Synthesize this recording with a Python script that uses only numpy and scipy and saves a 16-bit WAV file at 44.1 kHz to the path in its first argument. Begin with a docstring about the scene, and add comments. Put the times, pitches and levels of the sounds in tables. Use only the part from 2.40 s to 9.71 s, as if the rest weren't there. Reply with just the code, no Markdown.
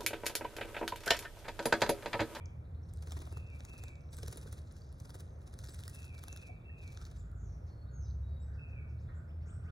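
"""Songbirds bathe in a puddle on a pool cover: bouts of wing beats slap the water and throw up spray.
Splashes are coloured trains of tiny drop impacts; trapped bubbles and air pockets ring as sines.
Other birds whistle and chirp in the echoing gardens around, crows call far off: gliding, buzzing tones.
Distant traffic rumbles as shaped noise; one engine cruises away, another pulls up through its gear."""
import sys
import numpy as np
from scipy import signal
from scipy.fft import rfft, irfft, next_fast_len
from scipy.io import wavfile
from scipy.ndimage import uniform_filter1d, map_coordinates

SR = 44100
rng = np.random.default_rng(int(sys.argv[2]) if len(sys.argv) > 2 else 0)


def output_pcm(signal):
    """Save a mono or channel-first signal as 16-bit PCM at the path in sys.argv[1].

    Samples are clipped to [-1, 1] before scaling.
    """
    pcm = np.clip(np.atleast_2d(signal).T, -1, 1) * 32767
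    wavfile.write(sys.argv[1], SR, np.round(pcm).astype(np.int16))


N = 322371  # samples


def amp(db):
    """Decibels to gain."""
    return 10 ** (np.asarray(db) / 20)


def unit(x):
    """x at rms 1."""
    return x / np.sqrt(np.mean(x ** 2) + 1e-20)


def along(points, hz):
    """(hz, value) points read on a log frequency axis."""
    f, v = np.transpose(points)
    return np.interp(np.log(hz + 1), np.log(f), v)


def curves(rows):
    """One value per sample for each column after the time."""
    s, *cols = np.transpose(rows)
    return [np.interp(np.arange(N) / SR, s, c) for c in cols]


def wobble(rate):
    """A smooth random curve, rate knots a second."""
    knots = rng.standard_normal(int(N * rate / SR) + 4)
    return map_coordinates(knots, [np.arange(N) * rate / SR])


def filtered(x, response):
    """x times a response of frequency."""
    m = next_fast_len(N + SR // 2)
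    return irfft(rfft(x, m) * response(np.fft.rfftfreq(m, 1 / SR)), m)[..., :N]


def coloured(x, spectrum):
    """x through a causal, minimum-phase filter of unit energy with this spectrum."""
    size = 4096
    cepstrum = irfft(np.log(amp(along(spectrum, np.fft.rfftfreq(size, 1 / SR)))))
    # keeping only positive times of the cepstrum puts the energy up front
    folded = 2 * cepstrum[:size // 2] * (np.arange(size // 2) > 0)
    kernel = irfft(np.exp(rfft(folded, size)))
    return signal.fftconvolve(x, kernel[None] / np.linalg.norm(kernel), axes=1)[:, :N]


# how alike left and right sound: hz, likeness (1 = identical)
LIKENESS = [(120, 1), (220, 0.85), (450, 0.77), (900, 0.71), (1300, 0.45), (1900, 0.17), (2500, 0.85),
            (3200, 1), (15000, 0.77)]


def stereo(pair):
    """Blends two unrelated signals into left and right, as alike as the microphone ports hear them."""
    def mid_and_side(hz):
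        turn = np.arccos(np.clip(along(LIKENESS, hz), -1, 1)) / 2
        return np.array([np.cos(turn), np.sin(turn)])
    mid, side = filtered(pair, mid_and_side)
    return np.array([mid + side, mid - side])


def noise(spectrum):
    """Stereo noise of rms 1."""
    return unit(stereo(coloured(rng.standard_normal((2, N)), spectrum)))


def add(track, s, x):
    """Mix x into the track from time s."""
    part = track[max(round(s * SR), 0):][:len(x)]
    part += x[:len(part)]


def swell(t, rise, fall):
    """A quick rise and an exponential fall, top 1."""
    shape = (1 - np.exp(-t / rise)) ** 2 * np.exp(-t / fall)
    return shape / shape.max()


def sing(pitch):
    """A sine that follows a pitch curve in Hz."""
    return np.sin(2 * np.pi * np.cumsum(pitch) / SR)


# echo of the gardens: hz, t60_s
GARDEN_DECAY = [(300, 0.54), (2500, 0.75), (5000, 0.45), (9000, 0.46), (16000, 0.099)]


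def garden(x):
    """Diffuse stereo echo of fences, houses and trees: noise that decays at its own rate in each band."""
    hz, t, z = signal.stft(rng.standard_normal((2, SR)), SR, nperseg=256)
    decay = amp(-60 * t / along(GARDEN_DECAY, hz)[:, None])
    tail = signal.istft(z * decay, SR, nperseg=256)[1]
    return stereo(signal.fftconvolve(x[None], tail / np.linalg.norm(tail[0]), axes=1)[:, :N])


# colour of the neighbourhood wash: hz, relative_level_db
AIR_COLOUR = [(100, -22), (220, 2.5), (350, -1.5), (650, -3), (900, -6.5), (1450, -16), (2200, -21),
              (3000, -28), (4500, -35.5), (8000, -38.5), (14000, -41), (16000, -58.5)]


def air():
    """The even wash of the neighbourhood as noise, with a faint machine hum as a sine."""
    hum = amp(-74.0 + 1.4 * wobble(2.4)) * np.sin(2 * np.pi * 240 * np.arange(N) / SR)
    return amp(-63.0 + 0.5 * wobble(3.39)) * noise(AIR_COLOUR) + hum


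# exhaust orders: multiple_of_firing_rate, level_db against the engine
EXHAUST_ORDERS = [(1, -2), (1.5, -9.5), (2, -15.5)]
ENGINE_ONSET_S = 0.11  # fade in before its first table row, and out after its last


def engine(drive):
    """The low exhaust orders of one engine as sines, slightly unsteady."""
    hz, db = curves(drive)
    t = np.arange(N) / SR
    heard = np.clip(1 + np.minimum(t - drive[0][0], drive[-1][0] - t) / ENGINE_ONSET_S, 0, 1)
    phase = 2 * np.pi * np.cumsum(hz * (1 + 0.0168 * wobble(9))) / SR
    orders = np.zeros(N)
    for k, order_db in EXHAUST_ORDERS:
        orders += amp(db + order_db + 0.35 * wobble(15.0)) * np.sqrt(2) * np.sin(k * phase)
    return heard * orders


# traffic level: time_s, level_db
TRAFFIC_LEVEL = [(0, -47), (4.1, -48.5), (6, -46), (7.31, -47)]
# traffic colour: hz, relative_level_db
RUMBLE_COLOUR = [(18, -64.5), (27, -33.5), (39, -8.5), (55, -6.5), (78, 2), (105, -3.5), (160, -11.5),
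                 (205, -23.5), (300, -39), (600, -84)]
# one engine cruises away: time_s, firing_rate_hz, level_db
CRUISING_ENGINE = [(-.05, 80.6, -47.5), (1, 75.16, -50), (2.7, 73.2, -59), (4.3, 71.56, -63.5)]
# another pulls up through its gear: time_s, firing_rate_hz, level_db
PULLING_ENGINE = [(4.1, 42, -71), (5, 56.13, -41.5), (5.35, 59.63, -52), (5.7, 67.9, -38),
                  (6.2, 72.8, -44.5), (6.95, 78.9, -45), (7.35, 81.2, -47)]


def road():
    """Traffic rumble as noise that swells a little, and two single engines."""
    rumble = amp(curves(TRAFFIC_LEVEL)[0] + 0.78 * wobble(3.586)) * noise(RUMBLE_COLOUR)
    return engine(CRUISING_ENGINE) + engine(PULLING_ENGINE) + rumble


def notes(table, flutter_rate):
    """Pure tones gliding through three pitches; a fast flutter of the syrinx makes them buzz."""
    out, flutter = np.zeros(N), wobble(flutter_rate)
    for s, length, start_hz, middle_hz, end_hz, db, buzz in table:
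        u = np.linspace(0, 1, round(length * SR))
        glide = np.polyval(np.polyfit([0, .5, 1], [start_hz, middle_hz, end_hz], 2), u)
        pitch = glide * (1 + buzz * np.roll(flutter, -round(s * SR))[:len(u)])
        add(out, s, amp(db) * np.sqrt(np.abs(np.sin(np.pi * u))) * sing(pitch))
    return out


# far crows: start_s, length_s, pitch_hz, level_db before the mix
CROW_CALLS = [(4.56, 0.09, 1429, -70.5), (4.77, 0.25, 1414, -77), (5.399, 0.22, 1428, -76.5),
              (6.037, 0.16, 1539, -73.5), (6.244, 0.24, 1473, -75.5), (6.699, 0.1, 1444, -72),
              (7.019, 0.14, 1424, -71.5), (7.194, 0.15, 1383, -70)]
# partials of a caw: share_of_pitch, level_db against the caw
CROW_PARTIALS = [(.85, -8), (1, .5), (1.14, -9)]
# partials of a jay's harsh cry at the start: pitch_hz, level_db before the mix
JAY_PARTIALS = [(950, -60), (2370, -62.5), (3220, -71.5)]
CAW_DROP, CAW_BUZZ = 0.064, 0.08  # sinking at the end, flutter (shares of the pitch)
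JAY_S, JAY_BUZZ = 0.012, 0.092  # length, flutter


def corvids():
    """Harsh far cries: stacks of buzzing partials that sink at the end."""
    def partial(s, length, hz, db, buzz):
        return s, length, hz, hz, hz * (1 - CAW_DROP), db, buzz
    cries = [partial(0, JAY_S, hz, db, JAY_BUZZ) for hz, db in JAY_PARTIALS]
    for s, length, hz, db in CROW_CALLS:
        for share, part_db in CROW_PARTIALS:
            cries.append(partial(s, length, share * hz, db + part_db, CAW_BUZZ))
    return notes(cries, flutter_rate=460)


# the far flock: lowest middle pitch, range, level of its faintest notes before the mix
FLOCK_HZ, FLOCK_SPAN_HZ, FLOCK_DB = 3500, 2500, -88.5


def twitter(count=60):
    """Faint short notes of a far flock at random times, most of them low, hooked up or down."""
    rows = []
    for when, length, pitch, bend, loud in rng.random((count, 5)):
        hz = FLOCK_HZ + FLOCK_SPAN_HZ * pitch ** 2
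        hook = .2 * (bend - .5)
        start_hz, end_hz = hz * (1 - hook), hz * (1 + hook / 2)
        rows.append((N / SR * when, 0.012 + .035 * length, start_hz, hz, end_hz, FLOCK_DB + 6 * loud, .035))
    return notes(rows, flutter_rate=1000)


# sharp contact notes: start_s, length_s, start_hz, middle_hz, end_hz, level_db, buzz (share of the pitch)
CONTACT_NOTES = [(.0565, .004, 8000, 5900, 4500, -53, .02), (5.681, .004, 4900, 4200, 3600, -69, .05),
                 (5.701, .004, 4900, 4200, 3600, -68, .05), (5.709, .004, 5080, 4300, 3650, -63, .05)]


def contact_notes():
    """Birds at the puddle give very short, steeply falling tones."""
    return notes(CONTACT_NOTES, flutter_rate=1300)


# thin calls: start_s, length_s, start_hz, end_hz, level_db before the mix, buzz (share of the pitch)
THIN_CALLS = [(0.241, 0.022, 4160, 3800, -78, 0.11), (0.43, 0.012, 5600, 5910, -71, 0.045),
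              (1.404, 0.064, 6850, 7670, -73, .01), (1.555, 0.2, 6270, 5600, -81.5, 0.048),
              (1.708, 0.1, 7950, 8200, -66.5, 0.031), (2.247, 0.37, 6240, 4990, -76, 0.19),
              (2.823, 0.17, 6640, 6020, -81.5, 0.047), (3.273, 0.058, 7860, 8060, -63, 0.035),
              (4.778, 0.036, 7820, 7050, -67.5, 0.051), (4.947, 0.24, 7330, 5760, -73.5, 0.065),
              (5.26, 0.046, 5770, 5120, -73, 0.16), (5.996, 0.05, 7130, 8000, -74.5, 0.014),
              (6.738, 0.059, 7614, 7380, -78.5, 0.047), (7.056, 0.048, 6130, 7150, -72.5, 0.094),
              (7.07, 0.095, 7930, 8200, -70, 0.038)]
GLIDE = .7  # share of its glide that a thin call has covered half-way through
# one long call, one voice sinking slowly, the other plunging:
# start_s, length_s, start_hz, middle_hz, end_hz, level_db before the mix, buzz (share of the pitch)
SLURRED_CALL = [(5.512, .2, 6750, 6350, 5950, -69, .015), (5.6, .085, 6300, 5500, 4100, -70.5, .075)]
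# one bird's short buzzy tweets: start_s, pitch_hz, level_db before the mix
BUZZY_TWEETS = [(5.86, 5300, -87), (6.125, 5000, -78), (6.275, 5650, -82), (6.48, 5400, -80),
                (6.577, 4720, -77.5), (6.595, 6650, -81.5), (6.79, 4630, -91), (7.006, 4970, -79),
                (7.228, 5650, -79.5)]
TWEET_S, TWEET_BEND, TWEET_BUZZ = 0.043, (0.68, 1.03, 1.04), .11  # length; three pitches as shares; buzz
# a plain falling two-note song: start_s, length_s, pitch_hz, level_db before the mix
TWO_NOTE_SONG = [(5.245, 0.29, 4333, -76), (5.815, .24, 3806, -77.5)]
SONG_SAG, SONG_BUZZ = .008, 0.011  # each note starts this share above its pitch and ends as far below; buzz


def small_birds():
    """Thin gliding calls, a plunging slur, a few tweets and a two-note song, all fluttering tones."""
    rows = list(SLURRED_CALL)
    for s, length, start_hz, end_hz, db, buzz in THIN_CALLS:
        middle_hz = start_hz + GLIDE * (end_hz - start_hz)
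        rows.append((s, length, start_hz, middle_hz, end_hz, db, buzz))
    for s, hz, db in BUZZY_TWEETS:
        rows.append((s, TWEET_S, *(hz * np.array(TWEET_BEND)), db, TWEET_BUZZ))
    for s, length, hz, db in TWO_NOTE_SONG:
        rows.append((s, length, hz * (1 + SONG_SAG), hz, hz * (1 - SONG_SAG), db, SONG_BUZZ))
    return notes(rows, flutter_rate=1100)


# stray drops patter while the birds bathe: from, to, drops a second
STRAY_FROM_S, STRAY_TO_S, STRAY_PER_S = 0.3, 3.6, 91
STRAY_DB, STRAY_SPREAD_DB, STRAY_HZ = -73.5, 4.8, 5930  # base level, spread, typical pitch


def strays():
    """Single drops fall from the feathers; each ticks at its own pitch for a cycle or two."""
    out, t = np.zeros(N), np.arange(SR // 200) / SR
    span = STRAY_TO_S - STRAY_FROM_S
    for when, pitch, size in rng.random((500, 3))[:round(STRAY_PER_S * span)]:
        hz = STRAY_HZ * 2 ** (1.6 * (pitch - .5))
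        db = STRAY_DB - STRAY_SPREAD_DB * np.log(size + 0.026)
        tick = np.exp(-t * hz / 2.8) * np.sin(2 * np.pi * hz * t)
        add(out, STRAY_FROM_S + when * span, amp(db) * tick)
    return out


# bouts of wing beats, levels at the height of the bout:
# first_beat_s, last_beat_s, splash_db, fizz_db, slap_db, spray_db
WING_BOUTS = [(0.492, 0.582, -67.5, -75, -84, -96), (0.625, 0.969, -59.5, -61, -52.5, -69),
              (1.07, 1.118, -68, -79, -66, -71), (1.154, 1.486, -61, -63.5, -57, -90),
              (1.736, 2.178, -55.5, -57.5, -55, -72), (2.272, 2.414, -65.5, -71.5, -72, -75),
              (2.602, 2.8, -60, -60, -58, -93), (3.018, 3.132, -66, -69, -62, -81),
              (3.19, 3.453, -59.5, -61, -61.5, -66.5), (3.496, 3.651, -62, -58, -69, -62.5),
              (3.742, 4.071, -59.5, -62, -57.5, -80), (4.385, 4.762, -63, -68.5, -63.5, -73.5)]
WING_HZ, SLOWING = 20.5, 0.055  # typical beat rate; the beats spread out as the bird tires
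# softer at both ends of a bout; under 1 the effort crests early; luck from beat to beat
EASE_DB, CREST, UNEVEN_DB = 3.5, 0.58, 1.5
SPRAY_GROWS = 2.23  # spray grows faster than effort


def wing_beats():
    """Every beat as (s, splash dB, fizz dB, slap dB, spray dB); effort swells and ebbs within a bout."""
    beats = []
    for first, last, splash_db, fizz_db, slap_db, spray_db in WING_BOUTS:
        u = np.linspace(0, 1, round((last - first) * WING_HZ) + 1)
        times = first + (last - first) * (u - SLOWING * u * (1 - u))
        efforts = -EASE_DB * (2 * u ** CREST - 1) ** 2
        for s, effort, luck in zip(times, efforts, UNEVEN_DB * rng.standard_normal(len(u))):
            push = effort + luck
            beats.append((s, splash_db + push, fizz_db + push, slap_db + push, spray_db + SPRAY_GROWS * effort))
    return beats


STROKE_LEAD_S = .05  # room for the rise of a stroke
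STROKE_EARLY_S = STROKE_LEAD_S - 0.0018  # started this early, a stroke peaks 1.8 ms after its listed time


def stroke(rise, fall):
    """An exponential rise to 1 and an exponential fall, in seconds."""
    t = np.arange(SR // 7) / SR - STROKE_LEAD_S
    return np.exp(np.where(t < 0, t / rise, -t / fall))


def droplets(rate, spread_db):
    """Two trains of tiny impacts of very unequal size, rms 1."""
    hits = rng.random((2, N)) < rate / SR
    signs = rng.choice([-1, 1], (2, N))
    sizes = amp(spread_db * np.minimum(rng.exponential(size=(2, N)), np.pi))
    return unit(hits * signs * sizes)


def speckled(x, depth_db):
    """Every small clump of drops rings with its own random colour."""
    z = signal.stft(x, nperseg=256)[2]
    field = uniform_filter1d(rng.standard_normal(z.shape[1:]), size=5, axis=0)
    field = uniform_filter1d(field, size=3, axis=1)
    gain = unit(amp(depth_db * unit(field)))
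    return signal.istft(z * gain, nperseg=256)[1][:, :N]


def bubble(hz, cycles):
    """A trapped bubble rings briefly and rises in pitch."""
    t = np.arange(SR // 12) / SR
    return swell(t, rise=0.0024, fall=cycles / hz) * np.sin(2 * np.pi * hz * (t + 3 * t * t))


# a wing tip catches the surface flat: time_s, peak_db before colouring, brightness_db
WING_CRACKS = [(0.5352, -62.5, 17), (.571, -58.5, 4.5), (0.623, -46, -2), (0.6714, -44, -3),
               (0.7064, -37.5, -11), (0.7191, -29.5, -8), (.789, -42, -2), (.8725, -50, -3),
               (.9238, -46, 2), (0.971, -50.5, -3), (1.204, -42.5, -17), (1.249, -40, 0.5),
               (1.294, -53.5, 2), (1.378, -46, -2), (1.4362, -36, -3.5), (1.4809, -43, -4),
               (1.554, -50.5, -13), (1.7671, -47, 6), (1.7852, -38.5, -1.5), (1.8295, -37, -3.5),
               (1.861, -42, -4), (1.88, -33, 0.5), (1.912, -45, 0), (1.9247, -41.5, -2), (1.9575, -45, -1),
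               (1.971, -41.5, 7), (2.0122, -41.5, -5), (2.1256, -43, 3.5), (2.322, -62, 10.5),
               (2.525, -56.5, 6), (2.599, -48.5, -3), (2.693, -50.5, -4.5), (2.703, -40, -6),
               (2.7418, -48, 0), (2.7525, -44, 1), (2.8037, -43.5, 0.5), (3.138, -46, -1),
               (3.1875, -38.5, -2), (3.236, -45, -15), (3.2507, -38.5, -17), (3.285, -42, -4),
               (3.321, -60, 7), (3.39, -39.5, -3.5), (3.435, -37, -5.5), (3.4777, -33, 0.5),
               (3.7787, -48, -5), (3.8363, -38, 2), (3.881, -36, -1.5), (3.926, -35, -7.5),
               (3.961, -39.5, -2), (3.9721, -39, -4.5), (4.476, -41.5, -9), (4.5721, -38.5, -10),
               (4.6135, -42.5, -5.5), (4.6508, -41.5, -8), (4.914, -60.5, 2.5)]


def cracks():
    """Sub-millisecond noise snaps of flat wing tips: a plain track and one weighted by brightness."""
    plain, bright = np.zeros((2, N))
    for s, peak_db, bright_db in WING_CRACKS:
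        shape = stroke(rise=0.00015, fall=0.00064)
        snap = rng.standard_normal(len(shape)) * shape
        snap *= amp(peak_db) / np.abs(snap).max()
        add(plain, s - STROKE_EARLY_S, snap)
        add(bright, s - STROKE_EARLY_S, amp(bright_db) * snap)
    return plain, bright


# colours of the slap, the splashing water and its fine mist: hz, relative_level_db
SLAP_COLOUR = [(120, -53.5), (280, 11), (400, 4), (650, 0), (1000, 0.5), (1700, -13), (2500, -6),
               (4000, -31), (9000, -45)]
WATER_COLOUR = [(200, -31), (700, -10), (1500, 3.5), (2600, -5.5), (3800, 2.5), (6300, 1), (8000, -5.5),
                (10000, -8.5), (16000, -39)]
MIST_COLOUR = [(4000, -37), (7000, -4), (8500, -0.5), (10200, 2.5), (12500, -8.5), (16000, -11.5)]
SPRAY_RISE_S, SPRAY_FALL_S = 0.011, 0.041  # spray goes up, and comes down over this time
SPRAY_BODY_DB = -10  # dull part of the patter
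TRICKLE_DB, TRICKLE_S = -49, 0.12  # water runs off the feathers: level against the splash, decay
SHEET_DB, SHEET_PER_S = 3, 140  # a splash tears into uneven sheets of water: depth, rate


def bathing():
    """Each wing beat sweeps into the water, slaps it, traps bubbles and throws drops that patter back."""
    slap, splash, fizz, gurgle, spray_power = np.zeros((5, N))
    shove, sweep = stroke(rise=0.0026, fall=0.0097), stroke(rise=0.0087, fall=0.009)
    t = np.arange(SR // 2) / SR
    shower, trickle = swell(t, SPRAY_RISE_S, SPRAY_FALL_S), swell(t, SPRAY_RISE_S, TRICKLE_S)
    for s, splash_db, fizz_db, slap_db, spray_db in wing_beats():
        add(splash, s - STROKE_EARLY_S, amp(splash_db) * sweep)
        add(fizz, s - STROKE_EARLY_S, amp(fizz_db) * sweep)
        add(slap, s - STROKE_EARLY_S, amp(slap_db) * shove)
        add(spray_power, s, (amp(spray_db) * shower) ** 2 + (amp(splash_db + TRICKLE_DB) * trickle) ** 2)
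        for late, pitch in rng.standard_normal((3, 2)):
            ring = bubble(620 * np.exp(.55 * pitch), cycles=3.8)
            add(gurgle, s + 0.00505 * abs(late), amp(slap_db - 11.0) * ring)
    crack, bright_crack = cracks()
    spray = np.sqrt(spray_power) * amp(2.6 * wobble(70))  # the patter comes in clumps
    sheets = unit(amp(SHEET_DB * wobble(SHEET_PER_S)))
    dense = sheets * droplets(rate=6000, spread_db=4.8)
    sparse = droplets(rate=750, spread_db=6.3)
    ahead = np.array([[1], [0]])  # cracks reach both ports alike
    water = coloured(splash * dense + spray * sparse + ahead * crack, WATER_COLOUR)
    mist = coloured(fizz * dense + amp(-4.0) * spray * sparse + ahead * bright_crack, MIST_COLOUR)
    spatter = stereo(speckled(water + mist, depth_db=2.3))
    body = (slap + amp(SPRAY_BODY_DB) * spray) * noise(SLAP_COLOUR)
    return spatter + body + gurgle


# a wing scoops deep, and the air pocket behind it plops: time_s, final_pitch_hz, plop_db, smack_db
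WING_SCOOPS = [(0.6233, 526, -59, -63), (0.6717, 403, -59, -56), (.72, 560, -60, -61.5),
               (0.7682, 327, -51, -49), (0.798, 298, -48.5, -64), (0.8191, 330, -54, -57),
               (0.8721, 477, -56, -51.5), (0.9248, 310, -48, -53), (.970, 392, -47.5, -50.5),
               (1.205, 480, -60, -58.5), (1.336, 245, -54, -61), (1.437, 420, -59, -54),
               (1.787, 450, -53.5, -55), (1.8315, 412, -44, -56), (1.881, 392, -51, -56),
               (1.9275, 350, -47, -56), (1.958, 290, -47.5, -64), (1.9728, 450, -49.5, -56),
               (2.058, 398, -47.5, -57), (2.128, 385, -54, -60), (2.694, 416, -62, -56),
               (2.743, 450, -62, -56), (2.753, 378, -52, -57), (2.8064, 346, -53.5, -68),
               (3.19, 403, -58, -57), (3.2355, 420, -67, -60), (3.286, 353, -55, -58),
               (3.837, 460, -60, -48.5), (3.881, 470, -62, -50)]
# colour of the wet smack: hz, relative_level_db
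SMACK_COLOUR = [(200, -28.5), (500, -0.5), (900, 6), (1400, -1), (1800, -7), (2400, -15), (4000, -26)]
PLOP_DROP, PLOP_DROP_S = 1.42, 0.0018  # the pitch starts higher by this share and settles over this time
PLOP_RISE_S, PLOP_FALL_S = .0013, .0054  # the pocket's ring
SMACK_RISE_S, SMACK_FALL_S = 0.00081, 0.0021  # the smack's burst


def scoops():
    """A deep stroke smacks the water and opens an air pocket whose pitch drops as it widens."""
    smack, plop = np.zeros((2, N))
    t = np.arange(SR // 20) / SR
    for s, hz, plop_db, smack_db in WING_SCOOPS:
        pitch = hz * (1 + PLOP_DROP * np.exp(-t / PLOP_DROP_S))
        add(plop, s, amp(plop_db) * swell(t, PLOP_RISE_S, PLOP_FALL_S) * sing(pitch))
        add(smack, s, amp(smack_db) * swell(t, SMACK_RISE_S, SMACK_FALL_S))
    return plop + smack * noise(SMACK_COLOUR)


# when the whistle sounds: start_s, level_db before the mix
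WHISTLE_CALLS = [(0.92, -74.5), (1.267, -72.5), (3.525, -73.5), (3.865, -72), (4.24, -73.5), (6.175, -73)]
# its shape: time_s from the start, pitch_hz, level_db against the call
WHISTLE_SHAPE = [(0, 2640, -2), (.014, 2640, 4), (.053, 2625, 3), (.068, 2450, -6), (.093, 2640, -1),
                 (.118, 2440, -6), (.146, 2660, 2), (.173, 2470, 0), (.19, 2305, -2), (.238, 2295, -3),
                 (.258, 2290, -18)]
WHISTLE_BUZZ, WHISTLE_DRIFT = .012, 0.00386  # flutter, and scatter from call to call (shares of the pitch)


def whistler():
    """One bird repeats its whistle: a pure start, two quavers, then a break to a held lower note."""
    out = np.zeros(N)
    marks, pitches, levels = np.transpose(WHISTLE_SHAPE)
    t = np.arange(round(marks[-1] * SR)) / SR
    hz = np.interp(t, marks, pitches)
    shape = amp(np.interp(t, marks, levels)) * signal.windows.tukey(len(t), .08)
    for s, db in WHISTLE_CALLS:
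        drift = WHISTLE_DRIFT * rng.standard_normal()
        pitch = hz * (1 + drift + WHISTLE_BUZZ * wobble(221.0)[:len(t)])
        add(out, s, amp(db) * shape * sing(pitch))
    return out


# single drips that trap a bubble: time_s, pitch_hz at first, level_db
LONE_DRIPS = [(1.785, 1460, -57.5), (2.072, 1474, -59.5), (2.418, 4630, -56), (3.479, 1855, -56.5),
              (4.092, 676, -50.5), (4.296, 1780, -61), (4.611, 1310, -60)]


def drips():
    """Lone drops fall back into the puddle, each ringing a trapped bubble."""
    out = np.zeros(N)
    for s, hz, db in LONE_DRIPS:
        add(out, s, amp(db) * bubble(hz, cycles=6.6))
    return out


# partials of one short harsh far yap: pitch_hz, level_db before the mix
YAP_PARTIALS = [(1050, -69), (1330, -66), (1620, -71), (1930, -68.5)]
YAP_AT_S, YAP_S, YAP_BUZZ = 6.683, 0.023, 0.06  # time, length, buzz (share of the pitch)


def yap():
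    """One short rough cry from a neighbouring garden: level partials with a flutter."""
    return notes([(YAP_AT_S, YAP_S, hz, hz, hz, db, YAP_BUZZ) for hz, db in YAP_PARTIALS], flutter_rate=600)


# clean upward sweeps: start_s, level_db before the mix
UPWARD_SWEEPS = [(6.695, -79), (6.868, -74), (6.995, -77.5), (7.058, -71), (7.192, -78), (7.25, -69.5)]
SWEEP_S, SWEEP_HZ = 0.053, (1870, 2460, 3836)  # length; start, middle and end pitch


def sweeper():
    """A nearer bird starts a run of clean upward sweeps, strong and weak ones mixed."""
    return notes([(s, SWEEP_S, *SWEEP_HZ, db, 0) for s, db in UPWARD_SWEEPS], flutter_rate=1)


# lean of the puddle's direction: hz, left_over_right_db
PUDDLE_LEAN = [(450, -4), (580, -1), (750, 7), (930, 8), (1150, -0.5)]


def scene():
    """The bath close by, birds around it, road and air; the farther a bird, the more of it is echo."""
    bath = bathing() + scoops() + drips() + strays() + contact_notes()
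    whistle, chirps, crows = whistler(), small_birds(), corvids()
    sweeps, flock, cry = sweeper(), twitter(), yap()
    direct = amp(5) * whistle + amp(-2) * chirps + sweeps + flock + cry
    to_echo = amp(-10.5) * bath[0] + amp(10.5) * whistle + amp(-1.5) * chirps + amp(5.0) * crows
    to_echo += amp(-3) * sweeps + amp(3.5) * flock + amp(3.5) * cry
    side = np.array([[.5], [-.5]])
    near = filtered(bath, lambda hz: amp(side * along(PUDDLE_LEAN, hz)))
    return near + direct + garden(to_echo) + road() + air()


# phase between the two microphone ports: hz, left_lead_radians
PORT_LEAD = [(150, 0), (460, .3), (900, 3), (1150, 4.2), (1400, 6.6), (1650, 6.4), (2000, 4.3),
             (2300, 3.75), (2680, 3.7), (2880, 3.14), (3900, .5), (4600, .3), (5300, .8), (6000, .3),
             (7300, 1.1), (8600, 0)]
# level between the ports: hz, left_over_right_db
PORT_LEAN = [(80, 0), (150, -2.5), (215, 1), (330, 3.5), (560, 0.5), (900, 0), (1100, 2.5), (1350, -9.5),
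             (1700, -0.5), (2300, 0.5)]
TOP_HZ = 15900  # band limit


def record(dry):
    """The ports hear each band slightly apart in phase and level; nothing is kept above the band limit."""
    side = np.array([[.5], [-.5]])
    soft_ends = signal.windows.tukey(N, .002)

    def ports(hz):
        phase = np.exp(1j * side * along(PORT_LEAD, hz))
        return phase * amp(side * along(PORT_LEAN, hz)) * (hz < TOP_HZ)
    return filtered(dry * soft_ends, ports)


dry = scene()
out = record(dry)
output_pcm(out)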